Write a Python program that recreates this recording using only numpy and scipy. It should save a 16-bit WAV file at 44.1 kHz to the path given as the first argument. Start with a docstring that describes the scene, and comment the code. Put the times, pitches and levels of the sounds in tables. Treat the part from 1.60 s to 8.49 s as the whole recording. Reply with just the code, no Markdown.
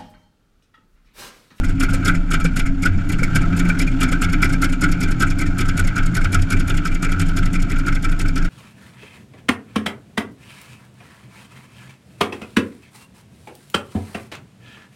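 """Open ramp, under the wing: a big radial piston engine has just caught and lopes unevenly, gathering speed.
Near exhaust stacks spit puffs in pairs: shaped noise for the jet hiss, noise through resonances for the ring.
Decaying tones make the pops, clatter, knocks, thuds and thumps; far stacks murmur in lumps of noise.
The collector pipe drones on kept-up resonances; the airframe shakes in sines at multiples of the cycle rate,
over a low noise rumble."""
import sys
import numpy as np
from scipy import signal
from scipy.fft import rfft, irfft
from scipy.io import wavfile
from scipy.ndimage import uniform_filter1d

SR = 44100
rng = np.random.default_rng(int(sys.argv[2]) if len(sys.argv) > 2 else 0)


def to_wav(sig):
    """Store sig (one row per channel, or 1-D mono) as 16-bit WAV at the path in sys.argv[1].

    Samples outside -1..1 are clipped; the rate is SR.
    """
    pcm = np.clip(np.atleast_2d(sig), -1, 1) * 32767
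    pcm = np.round(pcm).astype(np.int16)
    wavfile.write(sys.argv[1], SR, pcm.T)  # frames by channels


def to_linear_factor(level_db):
    """Convert decibel levels (scalar or array-like) to linear amplitude factors."""
    exponent = np.asarray(level_db, float) / 20
    return 10 ** exponent


N = 303849


def rms_one(x):
    """Scale to rms 1."""
    return x / np.sqrt(np.mean(x ** 2) + 1e-20)


def in_time(rows):
    """Columns of a table as straight-line curves, one value a sample."""
    s, *columns = np.transpose(rows)
    return [np.interp(np.arange(N) / SR, s, column) for column in columns]


def coloured(spectrum):
    """Noise with the given dB per Hz, nothing above the last point; rms 1."""
    hz, level_db = np.transpose(spectrum)
    log_hz = np.log(np.arange(1, N // 2 + 2) * SR / N)
    gain_db = np.interp(log_hz, np.log(hz), level_db, right=-120)
    return rms_one(irfft(rfft(rng.standard_normal(N)) * to_linear_factor(gain_db), N))


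def resonate(x, modes):
    """Parallel two-pole resonances, signs alternating."""
    out = 0
    for k, (hz, width_hz, level_db) in enumerate(modes):
        r = np.exp(-np.pi * width_hz / SR)
        ring = signal.lfilter([1, 0, -1], [1, -2 * r * np.cos(2 * np.pi * hz / SR), r * r], x)
        out = out + (-1) ** k * to_linear_factor(level_db) * (1 - r * r) / 2 * ring
    return out


def twice(x, mode):
    """One resonance applied twice: steep skirts, dark valleys."""
    hz, width_hz, level_db = mode
    return resonate(resonate(x, [mode]), [(hz, width_hz, 0)])


def drift(rate_hz):
    """Low-passed noise as slow chance, rms 1."""
    r = np.exp(-2 * np.pi * rate_hz / SR)
    return rms_one(signal.lfilter([1], [1, -2 * r, r * r], rng.standard_normal(N + SR))[SR:])


# Engine cycles, one round of the near stacks each.
# Each row: start in seconds, hiss of the pair in dB, ring of lead, follower and fourth stack in dB.
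CYCLES = [(-0.056, -28, -15, -14, -21), (0.199, -24.5, -22, -22, -24.5), (0.449, -24, -16, -12.5, -19),
          (0.707, -25.5, -20.5, -15, -21), (0.961, -25.5, -23, -22, -27), (1.223, -26, -22, -17, -25),
          (1.491, -28, -31, -26, -24), (1.752, -23.5, -14, -29, -36), (1.967, -26.5, -34, -24.5, -19),
          (2.19, -25, -23.5, -24, -28), (2.406, -23.5, -21, -17.5, -18), (2.615, -25.5, -15.5, -22.5, -19),
          (2.821, -24.5, -16, -20, -24.5), (3.018, -24, -20.5, -15.5, -27.5),
          (3.213, -25.5, -20.5, -14.5, -25), (3.407, -26, -26, -20.5, -30.5),
          (3.6, -24.5, -17.5, -15.5, -26.5), (3.788, -27.5, -26, -19.5, -38), (3.983, -25, -20, -21.5, -19),
          (4.172, -25, -25, -20.5, -25.5), (4.358, -30, -21.5, -19, -31), (4.546, -25, -29, -24, -20),
          (4.723, -24.5, -24.5, -16, -36), (4.902, -26, -27, -19.5, -25), (5.077, -27.5, -31, -18.5, -25.5),
          (5.251, -29, -23, -33, -26.5), (5.425, -28, -18.5, -20, -22), (5.595, -27.5, -22.5, -24, -33),
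          (5.766, -26.5, -23.5, -53, -24.5), (5.932, -30.5, -22.5, -23.5, -32),
          (6.098, -30.5, -27, -26.5, -26), (6.263, -30, -22.5, -21, -25.5), (6.425, -31.5, -30, -20.5, -26),
          (6.594, -27.5, -25, -39, -35.5), (6.757, -29.5, -21.5, -25, -26.5), (6.922, -31, -21, -25, -28)]
# When each near stack speaks, as a share of the cycle.
STACK_TURN = [0, 0.105, 0.36, 0.535, 0.81]
# How early each near stack rings, in seconds.
RING_LEAD_S = [0.00087, 0.0013, 0.0084, 0, 0]
# Strong kicks bring the later stacks in early. Each row: cycle start in seconds, lead in seconds.
SURGES = [(1.752, 0.0156)]
# Cylinders that miss. Each row: time in seconds, loss of hiss and ring in dB.
MISFIRES = [(0.083, 8.5), (0.587, 28), (1.103, 32), (1.32, 15), (1.365, 16), (1.772, 42), (1.866, 29),
            (2.305, 15), (3.893, 18)]
FOLLOWER_DB = -0.5   # hiss against the lead
LEAN_DB_PER_DB = 0.072   # the pair's hiss leans toward the stack that rings harder
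THIRD_DB, FOURTH_DB, FIFTH_DB = -32.5, -26, -51.5   # hiss at time 0
THIRD_RING_DB, FIFTH_RING_DB = -25.5, -41.5
SETTLE_DB_PER_S = 0.74   # third and fourth stack calm down as the engine warms
UNEVEN_DB = 0.55   # spread from puff to puff


def firing():
    """Every cycle five near stacks puff in turn, bar misfires; rows (s, hiss dB, ring dB, ring lead s)."""
    s, pair_db, lead_db, follow_db, fourth_db = np.transpose(CYCLES[:-1])
    period_s = np.diff(np.array(CYCLES)[:, 0])
    times = s[:, None] + period_s[:, None] * STACK_TURN
    for when, lead_s in SURGES:
        times[np.argmin(abs(s - when)), 2:] -= lead_s
    calm_db = SETTLE_DB_PER_S * s
    lean_db = LEAN_DB_PER_DB * (lead_db - follow_db)
    hiss_db = np.c_[pair_db + lean_db, pair_db + FOLLOWER_DB - lean_db,
                    THIRD_DB - calm_db, FOURTH_DB - calm_db, FIFTH_DB + 0 * s]
    ring_db = np.c_[lead_db, follow_db, THIRD_RING_DB - calm_db, fourth_db, FIFTH_RING_DB + 0 * s]
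    chance_db = UNEVEN_DB * rng.standard_normal((len(s), 2))
    hiss_db[:, 2:4] += chance_db
    ring_db[:, 2] += 2 * chance_db[:, 0]
    rows = np.c_[times.ravel(), hiss_db.ravel(), ring_db.ravel(), np.tile(RING_LEAD_S, len(s))]
    for when, loss_db in MISFIRES:
        rows[np.argmin(abs(rows[:, 0] - when)), 1:3] -= loss_db
    rows = rows[(rows[:, 0] > 0) & (rows[:, 0] < N / SR)]
    return rows[np.argsort(rows[:, 0])]


def cycle_count():
    """Engine cycles run so far, one value a sample."""
    return np.interp(np.arange(N) / SR, np.array(CYCLES)[:, 0], np.arange(len(CYCLES)))


FIRINGS_PER_CYCLE, MURMUR_LUMP_DB = 9, 5   # lump spread before clipping


def far_lumps():
    """Gain of the far stacks: one short lump at each firing, each of its own strength; rms 1."""
    count = FIRINGS_PER_CYCLE * cycle_count()
    chance = np.clip(rng.standard_normal(FIRINGS_PER_CYCLE * len(CYCLES)), -2, 1.2)
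    strength = to_linear_factor(MURMUR_LUMP_DB * chance)
    return rms_one(0.67 + strength[count.astype(int)] * np.sin(np.pi * count) ** 2)


# How long a valve stroke lasts as the engine gathers speed. Each row: time in seconds, factor.
SLOWNESS = [(0, 1.57), (1.5, 1.33), (3, 1.24), (6.89, 1.1)]


def blowdown(puffs, level_db, lag_s, rise_s, fall_db_s, tail_db, tail_db_s):
    """Gas flow at every puff: it swells as the valve opens, falls fast, then trails off; powers add."""
    power = np.zeros(N + SR)
    for (s, hiss_db, *_), peak in zip(puffs, to_linear_factor(level_db)):
        drag_db = min(-.45 * min(hiss_db + 30.5, 0), 6)   # feeble puffs drag
        slowness = np.interp(s, *np.transpose(SLOWNESS)) * to_linear_factor(drag_db)
        t = np.arange(SR // 5) / SR / slowness
        after = np.maximum(t - rise_s, 0)
        swell = np.sin(np.pi / 2 * np.minimum(t / rise_s, 1)) ** 2
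        shape = swell * (to_linear_factor(-fall_db_s * after) + to_linear_factor(tail_db - tail_db_s * after))
        i = max(round((s + lag_s) * SR), 0)
        power[i:i + len(t)] += (peak * shape) ** 2
    return np.sqrt(power[:N])


# Jet body, jet top and far hiss. Each row: frequency in Hz, density in dB per Hz (relative).
JET = [(250, 16), (500, 6.5), (1000, -13), (2500, -26), (4000, 3.5), (8000, -12), (11000, -50)]
JET_TOP = [(5000, -2), (8500, -1), (11500, -1), (12800, -12.5), (16000, -9.5)]
FAR_HISS = [(800, 1), (2500, -1), (4500, -8), (5800, -10), (7200, -10), (8800, -22.5), (11000, -23.5),
            (15000, -34)]
# Jet whistles, coloured by which stack of a pair speaks. Each row: frequency in Hz, width of one pass in Hz,
# leading or lone puff in dB, close follower in dB, dB per dB of stack ring, fading in dB per second.
JET_PEAKS = [(3350, 570, -4, 2.5, 0.68, 0.4), (5165, 1200, 1, 0.5, 0.33, -0.4),
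             (6810, 780, 0.5, -1.5, 0.06, 0), (7530, 3100, 1, 0.5, 0.36, -0.26)]
TICKS_PER_S = 500   # mean rate of the metallic ticks that, with steady noise, set the whistles off


def jets(puffs, far_db):
    """Crackling hiss: strong puffs reach the top, weak ones whistle in the middle treble, far ones blur."""
    s, hiss_db, ring_db, _ = np.transpose(puffs)
    follower = np.diff(s, prepend=-1) < .033
    weak_db = np.minimum(hiss_db + 33, 0)   # a feeble jet loses its top faster still
    crackle = to_linear_factor(1.42 * drift(210))
    broad_db = -30.0 + 1.1 * (hiss_db + 27) + 0.19 * weak_db
    top_db = -32.5 + 1.72 * (hiss_db + 28.0) + .9 * weak_db
    broad = coloured(JET) * blowdown(puffs, broad_db, -0.007, 0.014, 820, -18.5, 400)
    top = coloured(JET_TOP) * blowdown(puffs, top_db, -0.0074, 0.012, 2000, -43, 400)
    far = coloured(FAR_HISS) * to_linear_factor(0.5 * far_db - 24.0) * np.sqrt(far_lumps())
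    out = crackle * (broad + top * to_linear_factor(2.3 * drift(240))) + far
    for hz, width_hz, lead_db, follow_db, pull, fade_db_s in JET_PEAKS:
        ticks = rms_one((rng.random(N) < TICKS_PER_S / SR) * rng.standard_normal(N))
        source = ticks + 1.44 * rng.standard_normal(N)
        flutter = to_linear_factor(np.clip(5.2 * drift(52.0), -9, 5))
        whistle = rms_one(twice(source, (hz, width_hz, 0))) * flutter
        pull_db = pull * np.maximum(ring_db + 21.0, -10)
        level_db = hiss_db - 8.0 - fade_db_s * s + pull_db + np.where(follower, follow_db, lead_db)
        out += whistle * blowdown(puffs, level_db, -0.011 + 30 / hz, 0.011, 1200, -40, 194)
    return out


# Resonances in three groups: cowling panels, first and second family of the short stacks.
# Each entry: frequency in Hz, width of one pass in Hz, level in dB.
STACK = [
    [(326, 87, 7.5), (428, 54, -3.5), (552, 130, -5), (688, 50, 2), (822, 200, -6)],
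    [(1315.3, 61, 15.5), (1427.5, 190, 16), (1554.6, 57, 14.5), (1637, 20, 8.5)],
    [(1797, 180, -4), (2038, 187, 0.5), (2172, 100, 3), (2325, 127, 7), (2558, 245, -5.5),
     (2800, 1130, -8.5)],
]


def stacks(puffs, far_db):
    """Lumpy gas flow rings cowling and stacks, each mode by its own chance; far stacks murmur in lumps."""
    s, hiss_db, ring_db, lead_s = puffs.T
    puffs = np.c_[s - lead_s, hiss_db]
    murmur = to_linear_factor(far_db) * far_lumps()
    cowl_db = 0.42 * hiss_db + 0.55 * ring_db - 14.5
    high_db = 0.5 * ring_db + 0.31 * hiss_db - 7.0
    cowl = np.hypot(blowdown(puffs, cowl_db, -0.024, 0.021, 187, -43, 200), to_linear_factor(.5 * far_db - 22.5))
    low = np.hypot(blowdown(puffs, ring_db, -0.0033, 0.007, 550, -60, 202), murmur)
    high = np.hypot(blowdown(puffs, high_db, -0.0026, 0.012, 1040, -15.5, 200), murmur * to_linear_factor(-12.0))
    out = 0
    lumps = to_linear_factor(np.clip(1.1 * drift(62), -9, 7))   # shared by all modes
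    for modes, flow, patchy_db in zip(STACK, (cowl, low, high), (1.5, 2.2, 3.0)):
        gain = 1 / np.std(sum(twice(rng.standard_normal(N // 8), mode) for mode in modes))
        for mode in modes:
            patches = to_linear_factor(patchy_db * drift(12.4))
            out = out + twice(gain * rng.standard_normal(N) * lumps * flow * patches, mode)
    return out


# Pipe resonances in three groups, the main one first, then its neighbours.
# Each entry: frequency in Hz, width in Hz (the main one passes twice), level in dB.
PIPE = [
    [(92.4, 8.8, -2.5), (123.9, 4.04, -3)],
    [(171.45, 6.7, 2), (158.8, 7.1, 4.5), (201, 49, -11)],
    [(273.14, 10.1, 1.5), (295.7, 7.2, 0.5), (257, 8.3, -3)],
]
# Level of each group, low to high. Each row: time in seconds, level in dB.
HUM_LOW = [(0, -18), (0.19, -24), (0.38, -19.5), (0.75, -29), (1.15, -30), (1.34, -15), (1.55, -26),
           (1.91, -18.5), (2.11, -25.5), (2.87, -21.5), (3.1, -25), (3.64, -21.5), (3.95, -21.5),
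           (4.21, -18.5), (4.5, -26), (4.78, -15), (5.2, -23), (5.36, -34.5), (5.58, -18.5), (6.35, -30),
           (6.7, -20.5), (6.89, -46)]
HUM_MID = [(0, -21.5), (0.19, -32.5), (0.57, -19), (0.8, -33.5), (1.3, -19.5), (1.53, -31.5), (2.11, -14),
           (2.28, -45.5), (2.55, -18), (2.87, -28.5), (3.4, -23.5), (3.7, -30), (4.05, -31.5), (4.4, -20),
           (4.75, -32.5), (5.7, -27), (5.93, -21.5), (6.3, -33), (6.89, -24.5)]
HUM_HIGH = [(0, -22), (0.4, -22.5), (0.65, -37), (1.15, -21.5), (1.55, -35), (1.91, -22.5), (2.49, -21.5),
            (2.68, -30), (2.87, -22.5), (3.25, -25.5), (4.05, -27), (4.59, -34), (4.95, -22), (5.2, -39),
            (5.55, -24.5), (6.1, -29), (6.89, -29.5)]


def collector(puffs):
    """Each main resonance is kept ringing as a firm wavering hum; puffs and chance stir its neighbours."""
    pushes = np.zeros(N)
    pushes[(puffs[:, 0] * SR).astype(int)] = to_linear_factor(1.04 * puffs[:, 2])
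    drive = 0.64 * rms_one(pushes) + rng.standard_normal(N)
    group_db = in_time(HUM_LOW) + in_time(HUM_MID) + in_time(HUM_HIGH)
    out = 0
    for (main, *others), level_db in zip(PIPE, group_db):
        hum = rms_one(twice(drive, main)) * to_linear_factor(1.3 * drift(11.0))
        hum = hum / np.sqrt(uniform_filter1d(hum ** 2, SR // 6) + 0.093)   # evens out the level
        beside = resonate(drive, others) / np.std(resonate(drive, [main]))
        out = out + to_linear_factor(level_db) * hum + to_linear_factor(uniform_filter1d(level_db, SR)) * beside
    return signal.sosfilt(signal.butter(4, 420, fs=SR, output="sos"), out)   # the drone stays below about 420 Hz


# Shake on multiples of the cycle rate. Each row: time in seconds, third to seventh multiple in dB rms.
SHAKE_ORDERS = [(0, -36, -24, -17, -19, -16), (1.1, -20, -19.5, -30, -58, -14.5),
                (1.75, -33, -14, -45, -23, -23), (2.2, -22, -27, -27, -14.5, -18),
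                (2.85, -40, -22, -14.5, -18, -50), (3.4, -18, -16.5, -16.5, -37, -26),
                (3.7, -39, -13.5, -26, -29, -26), (4.4, -19, -15, -18.5, -45, -34),
                (5.2, -23, -13.5, -26, -42, -43), (6.89, -21, -12.5, -25, -50, -52)]


def airframe():
    """The wing shakes on low multiples of the cycle rate; the strongest changes as the engine gathers speed."""
    turn = 2 * np.pi * cycle_count()
    out = 0
    for k, level_db in enumerate(in_time(SHAKE_ORDERS), start=3):
        level = np.sqrt(2) * to_linear_factor(level_db + 0.86 * drift(5.5))
        out = out + level * np.sin(k * turn + rng.uniform(0, 2 * np.pi) + 0.062 * drift(0.97))
    return out


# Each row: frequency in Hz, density in dB per Hz (relative).
RUMBLE = [(12, -23), (16, 4), (44, -1.5), (70, 7), (330, -10), (420, -53), (1000, -46)]


def rumble():
    """Low noise that swells slowly by chance."""
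    return to_linear_factor(-26.5 + 1.5 * drift(2.1)) * coloured(RUMBLE)


def bangs(rows, rise_s, fall_s, rough):
    """Each bang is a short tone that swells and dies, torn by turbulence and slightly bent in pitch."""
    out, t = np.zeros(N + SR), np.arange(SR // 8) / SR
    torn = np.r_[1 + rough * drift(150), np.ones(SR)]
    swell = np.sin(np.pi / 2 * np.minimum(t / rise_s, 1)) ** 2
    shape = swell * np.exp(-(np.maximum(t - rise_s, 0) / fall_s) ** 2)
    for (s, level_db, hz), (phase, bend) in zip(rows, rng.uniform(-1.11, 1, (len(rows), 2))):
        tone = np.sin(2 * np.pi * hz * (t + 2 * bend * t ** 2) + np.pi * phase)
        i = round(s * SR)
        out[i:i + len(t)] += to_linear_factor(level_db) * shape * tone
    return (out * torn)[:N]


# Each row: share of the cycle, level in dB at a pair hiss of -22 dB, mean starting pitch in Hz.
THUDS = [(0.075, -26.5, 365), (0.21, -29, 364), (0.35, -39, 600), (0.53, -38, 625)]


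def thuds():
    """Each cycle knocks the cowling four times, harder when the pair of stacks hisses harder."""
    rows = []
    for (s, pair_db, *_), (later, *_) in zip(CYCLES[1:], CYCLES[2:]):
        for share, level_db, hz in THUDS:
            rows.append((s + share * (later - s), level_db + 0.5 * (pair_db + 22), hz))
    chance = rng.standard_normal((len(rows), 2)) * [2.5, 30.0]   # dB, Hz
    return bangs(np.array(rows) + np.c_[np.zeros(len(rows)), chance], 0.0096, 0.0098, 0.15)


# Each row: start in seconds, level in dB, starting pitch in Hz.
KNOCKS = [(0.335, -22.5, 523), (0.843, -21, 460), (1.617, -21.5, 517), (2.088, -24.5, 552),
          (2.517, -23, 530)]


def knocks():
    """Knocks through the cowling: short mid-pitched tones."""
    return bangs(KNOCKS, 0.0075, 0.0056, 0.27)


# Each row: start in seconds, level in dB, starting pitch in Hz.
POPS = [(0.4868, -8, 1434), (0.739, -17, 1297), (1.262, -11, 1545), (1.628, -16.5, 1395),
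        (1.756, -12, 1580), (2.0984, -11.5, 1490), (2.4269, -13, 1337), (2.5317, -11, 1513),
        (2.6174, -20, 1415), (2.7402, -26, 1460), (2.9393, -18.5, 1580), (3.029, -10, 1393),
        (3.224, -19, 1475), (4.2008, -11.5, 1435), (4.575, -12, 1496), (4.654, -15.5, 1357),
        (5.262, -14, 1327), (5.4336, -18.5, 1340), (5.7907, -17, 1466)]


def pops():
    """Sharp pops in the short stacks, at the pitch of their first family."""
    return bangs(POPS, 0.0035, 0.0081, 0.13)


# Each row: start in seconds, level in dB, starting pitch in Hz.
THUMPS = [(0.842, -10, 175), (1.299, -11, 171), (1.365, -14.5, 180), (1.912, -9.5, 176), (2.457, -15, 258),
          (3.01, -19, 145), (4.141, -11.5, 163), (4.946, -17, 256)]


def thumps():
    """Thumps in the collector pipe: low tones, slower to swell and die."""
    return bangs(THUMPS, 0.011, 0.026, 0.14)


# Each row: start in seconds, level in dB, starting pitch in Hz.
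CLATTER = [(1.2331, -20, 2180), (1.6322, -14, 2230), (1.7589, -16, 2320), (2.1011, -13, 2300),
           (2.2026, -15, 2270), (2.2735, -18.5, 2420), (2.645, -18, 2220), (2.8305, -14, 2100),
           (3.0285, -16, 2130), (3.7983, -21, 2230), (4.1824, -20, 2304), (4.6503, -25, 2250)]


def clatter():
    """Clatter of the second stack family: high rough tones, quick to rise."""
    return bangs(CLATTER, 0.0013, 0.013, 0.33)


# Dips of the microphone housing. Each row: frequency in Hz, gain in dB.
NOTCHES = [(3970, -7), (4860, -4.5), (5600, -4), (6350, -6.5), (7450, -2), (8300, -0.5), (8900, -1.5),
           (14000, -1)]
NOTCH_WIDTH = 0.029   # share of the frequency


def housing_colour(x):
    """The microphone housing colours the exhaust: narrow dips in the treble."""
    hz = np.arange(N // 2 + 1) * SR / N
    gain_db = sum(dip_db * np.exp(-((hz / dip_hz - 1) / NOTCH_WIDTH) ** 2) for dip_hz, dip_db in NOTCHES)
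    return irfft(rfft(x) * to_linear_factor(gain_db), N)


# Level of the far stacks. Each row: time in seconds, level in dB.
FAR = [(0, -34), (0.19, -45), (0.38, -29), (0.6, -40), (1.3, -40), (1.72, -28.5), (2.11, -26.5), (2.3, -35),
       (2.49, -27), (2.68, -37), (2.87, -27), (3.06, -41), (3.44, -30.5), (3.64, -37), (4.05, -33),
       (5.17, -34.5), (5.36, -39), (5.6, -33.5), (6.89, -39.5)]


def scene():
    """All layers on one channel."""
    puffs, (far_db,) = firing(), in_time(FAR)
    exhaust = jets(puffs, far_db) + stacks(puffs, far_db) + knocks() + pops() + clatter()
    mix = housing_colour(exhaust) + collector(puffs) + airframe() + rumble() + thuds() + thumps()
    return mix[None]


def roll_off(x):
    """The treble ends steeply here."""
    return signal.sosfilt(signal.butter(12, 15540, fs=SR, output="sos"), x)


def record(dry):
    """Peaks are rounded, then the top is cut."""
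    rounded = 1.053 * np.tanh(dry / 1.556)
    top_cut = signal.cheby2(12, 60, 15950, fs=SR, output="sos")   # 60 dB down from 15950 Hz
    return roll_off(signal.sosfilt(top_cut, rounded))


dry = scene()
out = record(dry)
to_wav(out)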